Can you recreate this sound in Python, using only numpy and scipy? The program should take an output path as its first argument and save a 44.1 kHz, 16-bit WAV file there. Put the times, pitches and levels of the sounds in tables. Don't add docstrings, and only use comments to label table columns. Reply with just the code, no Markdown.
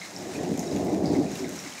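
import sys
import numpy as np
from scipy import signal
from scipy.fft import rfft, irfft
from scipy.io import wavfile
from scipy.ndimage import uniform_filter1d, map_coordinates

SR = 44100
rng = np.random.default_rng(int(sys.argv[2]) if len(sys.argv) > 2 else 0)


def wav_record(signal):
    frames = np.transpose(np.atleast_2d(signal))
    bounded = np.clip(frames, -1, 1)
    quanta = np.round(bounded * 32767).astype(np.int16)
    wavfile.write(sys.argv[1], SR, quanta)


N = 79380


def undb(db):
    return 10 ** (np.asarray(db) / 20)


def unit(x):
    return x / np.sqrt(np.mean(x ** 2))


def curve(rows):
    times_s, values = np.array(rows).T
    return np.interp(np.arange(N) / SR, times_s, values)


def colour(x, points):
    hz, db = np.array(points).T
    bins_hz = np.arange(N + 1) * SR / (2 * N)
    gain = undb(np.interp(np.log(bins_hz + 1), np.log(hz), db))
    cepstrum = irfft(np.log(gain))[:N]
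    cepstrum[1:] *= 2
    response = np.exp(rfft(cepstrum, 2 * N))
    return unit(irfft(rfft(x, 2 * N) * response)[:N])


def band(hz, width_hz):
    b, a = signal.iirpeak(min(hz, SR / 2 - 1), hz / width_hz, fs=SR)
    return unit(signal.lfilter(b, a, signal.lfilter(b, a, rng.standard_normal(N))))


def walk(rate_hz):
    hold = int(SR / rate_hz)
    steps = rng.standard_normal(N // 100)[:N // hold + 1]
    return unit(uniform_filter1d(np.repeat(steps, hold), hold)[:N])


def sway(x, share, rate_hz):
    speed = 1 + share * walk(rate_hz)
    return map_coordinates(x, [np.cumsum(speed)], order=1, mode="mirror")


def fade(t, t60_s, contact_s=0.0015):
    return (1 - np.exp(-t / contact_s)) * np.exp(-np.log(1000) * t / t60_s)


def add(out, start_s, sound):
    i = max(int(start_s * SR), 0)
    part = out[i:i + len(sound)]
    part += sound[:len(part)]


def strike(db, hz, t60_s, modes, detune_share=0.027):
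    t = np.arange(N // 20) / SR
    tunings = 1 + detune_share * rng.standard_normal(len(modes))
    ring = sum(undb(mode_db) * fade(t, t60_s * share) * np.sin(2 * np.pi * hz * ratio * tuning * t)
               for (ratio, mode_db, share), tuning in zip(modes, tunings))
    return undb(db) * ring


# (time [s], relative level [dB])
FALL_ENVELOPE = [(0, -0.6), (.3, 0), (.5, -2), (.66, -1), (.8, -1.5), (1.0, -2), (1.2, -1), (1.38, 1.5),
                 (1.55, -0.3), (1.8, 3)]
# (frequency [Hz], relative density [dB])
HISS_SPECTRUM = [(25, -65), (60, -17.5), (180, 8.5), (400, -15.5), (800, 3.5), (1300, 0), (1700, 0.5),
                 (2150, 1), (2700, -3), (3200, -6), (3900, -0.5), (4500, -4), (5300, 1), (6800, 0),
                 (8000, -6), (10500, -14.5), (15500, -19.5)]
# (frequency [Hz], relative density [dB])
PATTER_SPECTRUM = [(600, -18.5), (2000, 10), (3000, 1.5), (5500, -0.5), (7000, 7.5), (9000, -2),
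                   (12000, -10.5), (16000, -17)]
def downpour(hiss_db=-45, patter_db=-51.5, clicks_per_s=850, spread_db=4.5, flicker_db=1.4):
    fall_db = curve(FALL_ENVELOPE) + flicker_db * walk(rate_hz=24)
    hiss = colour(rng.standard_normal(N), HISS_SPECTRUM) * undb(hiss_db + fall_db)
    sizes = undb(spread_db * np.minimum(rng.exponential(size=N), 4))
    clicks = (rng.random(N) < clicks_per_s / SR) * sizes * rng.choice([-1, 1], N)
    patter = colour(clicks, PATTER_SPECTRUM) * undb(patter_db + 1.03 * fall_db)
    return hiss + patter


# (time [s], level [dB], centre [Hz], width [Hz], t60 [s])
IMPACT_WASHES = [(.025, -45, 2040, 500, 0.3), (.17, -53, 5300, 1000, 0.43), (.6, -46, 6600, 3000, 0.66),
                 (1.065, -46, 4670, 1800, 0.9), (1.36, -53, 9000, 8000, .4)]
def washes():
    t = np.arange(N) / SR
    return sum(undb(db) * fade(np.maximum(t - start_s, 0), t60_s) * band(hz, width_hz)
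               for start_s, db, hz, width_hz, t60_s in IMPACT_WASHES)


def scatter(per_s, db, low_hz, high_hz, spread_db=3):
    when, strength, pitch = rng.random((400, 3)).T
    levels_db = db + spread_db * np.sqrt(12) * (strength - .5)
    pitches_hz = low_hz * (high_hz / low_hz) ** pitch
    return np.c_[when * N / SR, levels_db, pitches_hz][:int(per_s * N / SR)]


def far_stones(ping_t60_s=0.008):
    on_wood = scatter(per_s=24, db=-44.5, low_hz=1450, high_hz=2560)
    on_hard = scatter(per_s=70, db=-40, low_hz=3590, high_hz=7380)
    return knocks(on_wood) + pings([(*row, ping_t60_s) for row in on_hard])


# (peak time [s], Gaussian sigma [s], pitch [Hz], level [dB])
EDDY_HUMS = [(0.268, 0.041, 345, -43.5), (0.533, 0.014, 250, -38), (0.59, 0.0072, 251, -27),
             (0.748, 0.0097, 280, -29), (0.942, 0.017, 295, -24.5), (1.021, 0.026, 325, -28.5),
             (1.111, 0.013, 285, -28), (1.191, 0.025, 297, -21.5), (1.438, 0.025, 360, -33.5),
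             (1.673, 0.0061, 285, -37)]
def eddies(waver_share=0.0619, waver_hz=90):
    t, out = np.arange(N) / SR, np.zeros(N)
    for peak_s, sigma_s, hz, db in EDDY_HUMS:
        pitch_hz = hz * (1 + waver_share * walk(waver_hz))
        hum = unit(np.sin(2 * np.pi * np.cumsum(pitch_hz) / SR))
        out += undb(db) * np.exp(-.5 * ((t - peak_s) / sigma_s) ** 2) * hum
    return out


# (centre [Hz], width [Hz], relative level [dB])
HOLLOW_MODES = [(186.9, 34, -11), (242.9, 4.2, -9.5), (288, 17, -6), (350.2, 44, -7), (484, 23, -20),
                (593.5, 15, -19.5)]
def hollow_ring(gust_db, gain_db=-2, db_per_gust_db=0.96):
    ring = sum(undb(db) * sway(band(hz, width_hz), share=0.01997, rate_hz=6)
               for hz, width_hz, db in HOLLOW_MODES)
    peak_db = gust_db.max()
    return ring * undb(gain_db + peak_db + db_per_gust_db * (gust_db - peak_db))


# (time [s], level [dB])
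GUST_ENVELOPE = [(0, -51), (.12, -51), (.2, -41), (.33, -38.5), (.41, -30.5), (.47, -34), (.515, -24.5),
                 (.56, -33), (.69, -33.5), (.735, -28.5), (.8, -29.5), (.88, -30), (1.0, -29.5),
                 (1.12, -24.5), (1.21, -27.5), (1.27, -32), (1.39, -38.5), (1.45, -34), (1.6, -43.5),
                 (1.7, -48.5), (1.8, -54.5)]
# (frequency [Hz], relative density [dB])
RUMBLE_SPECTRUM = [(20, -71), (34, -37), (50, -27.5), (85, -11.5), (125, -10.5), (180, -1), (260, -4.5),
                   (360, -4), (450, -7.5), (620, -25), (1000, -57.5)]
# (time [s], level [dB])
RUSH_ENVELOPE = [(0, -56), (.13, -46.5), (.27, -39), (.33, -41.5), (.44, -34.5), (.55, -39.5), (.63, -37.5),
                 (.69, -42), (.74, -35.5), (.88, -32.5), (.98, -34.5), (1.12, -31), (1.22, -33.5),
                 (1.31, -41), (1.37, -45), (1.45, -42), (1.53, -47.5), (1.8, -53)]
# (frequency [Hz], relative density [dB])
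RUSH_SPECTRUM = [(100, -61), (300, -35), (450, -4), (620, 2), (790, -1.5), (900, -8.5), (1100, -18),
                 (1500, -32), (2500, -65)]
def wind(rumble_gain_db=-0.5, rush_gain_db=-1.5, buffet_db=0.26):
    gust_db = curve(GUST_ENVELOPE)
    buffet = undb(buffet_db * walk(rate_hz=47))
    rumble = colour(rng.standard_normal(N), RUMBLE_SPECTRUM) * undb(gust_db + rumble_gain_db)
    rush = colour(rng.standard_normal(N), RUSH_SPECTRUM) * undb(curve(RUSH_ENVELOPE) + rush_gain_db)
    return buffet * (rumble + rush) + hollow_ring(gust_db)


CLACK_HZ, CLACK_WIDTH_HZ = 2230, 2900
# (frequency [x pitch], relative level [dB], decay [x t60])
BOARD_MODES = [(1, 4.5, 0.96), (.9, -3.5, 0.61), (1.1, -18.5, 0.37), (.64, -8, 0.65), (1.8, -10, 0.98)]
# (time [s], level [dB], pitch [Hz])
BOARD_HITS = [(.0155, -31, 2140), (.046, -50, 2050), (.3526, -34.5, 2390), (.389, -36.5, 1740),
              (.446, -43, 2640), (.6285, -39.5, 2070), (.8814, -38, 2120), (1.0425, -41, 2180),
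              (1.151, -35, 2080), (1.263, -39.5, 2330), (1.355, -38, 2750), (1.4425, -33.5, 2100),
              (1.6621, -34.5, 2230), (1.6836, -46, 2030), (1.7789, -35, 2400)]
def knocks(hits, board_t60_s=0.018, clack_gain_db=-6, bounce_s=0.005, bounce_gain_db=-4):
    ring, contact, t = np.zeros(N), np.zeros(N), np.arange(N // 20) / SR
    for start_s, db, hz in hits:
        hop_s = bounce_s * (1 + 0.254 * rng.uniform(-1, 1))
        add(contact, start_s, undb(db + clack_gain_db) * fade(t, t60_s=0.008))
        add(ring, start_s, strike(db, hz, board_t60_s, BOARD_MODES))
        add(ring, start_s + hop_s, strike(db + bounce_gain_db, hz, board_t60_s, BOARD_MODES))
    return ring + contact * band(CLACK_HZ, CLACK_WIDTH_HZ)


# (frequency [x pitch], relative level [dB], decay [x t60])
HARD_MODES = [(1, 1.5, 1), (1.08, -3, 0.35), (.9, -23, 1), (1.28, -8, 0.85)]
# (time [s], level [dB], pitch [Hz], t60 [s])
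HARD_HITS = [(.019, -37, 3940, 0.035), (.042, -34, 4230, 0.019), (.048, -29, 4160, 0.015),
             (.1636, -12.5, 5200, 0.0056), (.5935, -20, 5140, 0.0064), (.6704, -29, 5250, 0.019),
             (.677, -32, 3820, 0.021), (.7118, -23, 5200, 0.0075), (.715, -40, 4100, 0.04),
             (1.0578, -12.5, 4950, 0.0053), (1.3154, -27, 6500, 0.012), (1.356, -28.5, 3730, .011),
             (1.3927, -20, 5400, 0.0076), (1.5903, -16.5, 5700, 0.008), (1.724, -23, 3100, 0.0065)]
def pings(hits):
    out = np.zeros(N)
    for start_s, db, hz, t60_s in hits:
        add(out, start_s, strike(db, hz, t60_s, HARD_MODES))
    return out


# (time [s], body level [dB], treble re body [dB], clack re body [dB])
CLOSE_CRACKS = [(0.185, -40, 2, 2), (.3426, -35, -3, -12), (0.4385, -43, 1, -8), (0.5744, -21, -10, -7),
                (0.5928, -19.5, -6.5, -16), (0.598, -28, -19, -5), (.762, -26.5, -6, 0.5),
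                (0.77, -36, -2, 6), (0.847, -38, 3.5, -15), (1.317, -36, 1, -4), (1.354, -25.5, -2, -8),
                (1.372, -36, -4, 4), (1.491, -29.5, 0, -15), (1.5316, -40, 6, -10), (1.559, -30, 0, -14),
                (1.6023, -39, 6.5, -13)]
def cracks():
    body, treble, clack = np.zeros((3, N))
    t = np.arange(N // 20) / SR
    for start_s, db, treble_db, clack_db in CLOSE_CRACKS:
        burst = undb(db) * fade(t, t60_s=0.012)
        add(body, start_s, burst)
        add(treble, start_s, undb(treble_db) * burst)
        add(clack, start_s, undb(clack_db) * burst)
    bright = body * band(hz=6470, width_hz=1700) + treble * band(hz=11200, width_hz=7600)
    return bright + clack * band(CLACK_HZ, CLACK_WIDTH_HZ)


def yard(x, t60_s=0.25, delay_s=0.0021, wet_db=-5.5):
    t = np.arange(N // 4) / SR
    tail = rng.standard_normal(len(t)) * fade(t, t60_s) * (t > delay_s)
    return x + undb(wet_db) * signal.fftconvolve(x, tail / np.linalg.norm(tail))[:N]


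def scene(crack_gain_db=-3, knock_gain_db=3.5, ping_gain_db=-0.5):
    bed = wind() + eddies() + downpour() + washes()
    near = undb(crack_gain_db) * cracks()
    near += undb(knock_gain_db) * knocks(BOARD_HITS)
    near += undb(ping_gain_db) * pings(HARD_HITS)
    return (bed + yard(near + far_stones()))[None]


def record(dry, cutoff_hz=15600):
    return signal.sosfilt(signal.ellip(10, .2, 80, cutoff_hz, fs=SR, output="sos"), dry)


dry = scene()
out = record(dry)
wav_record(out)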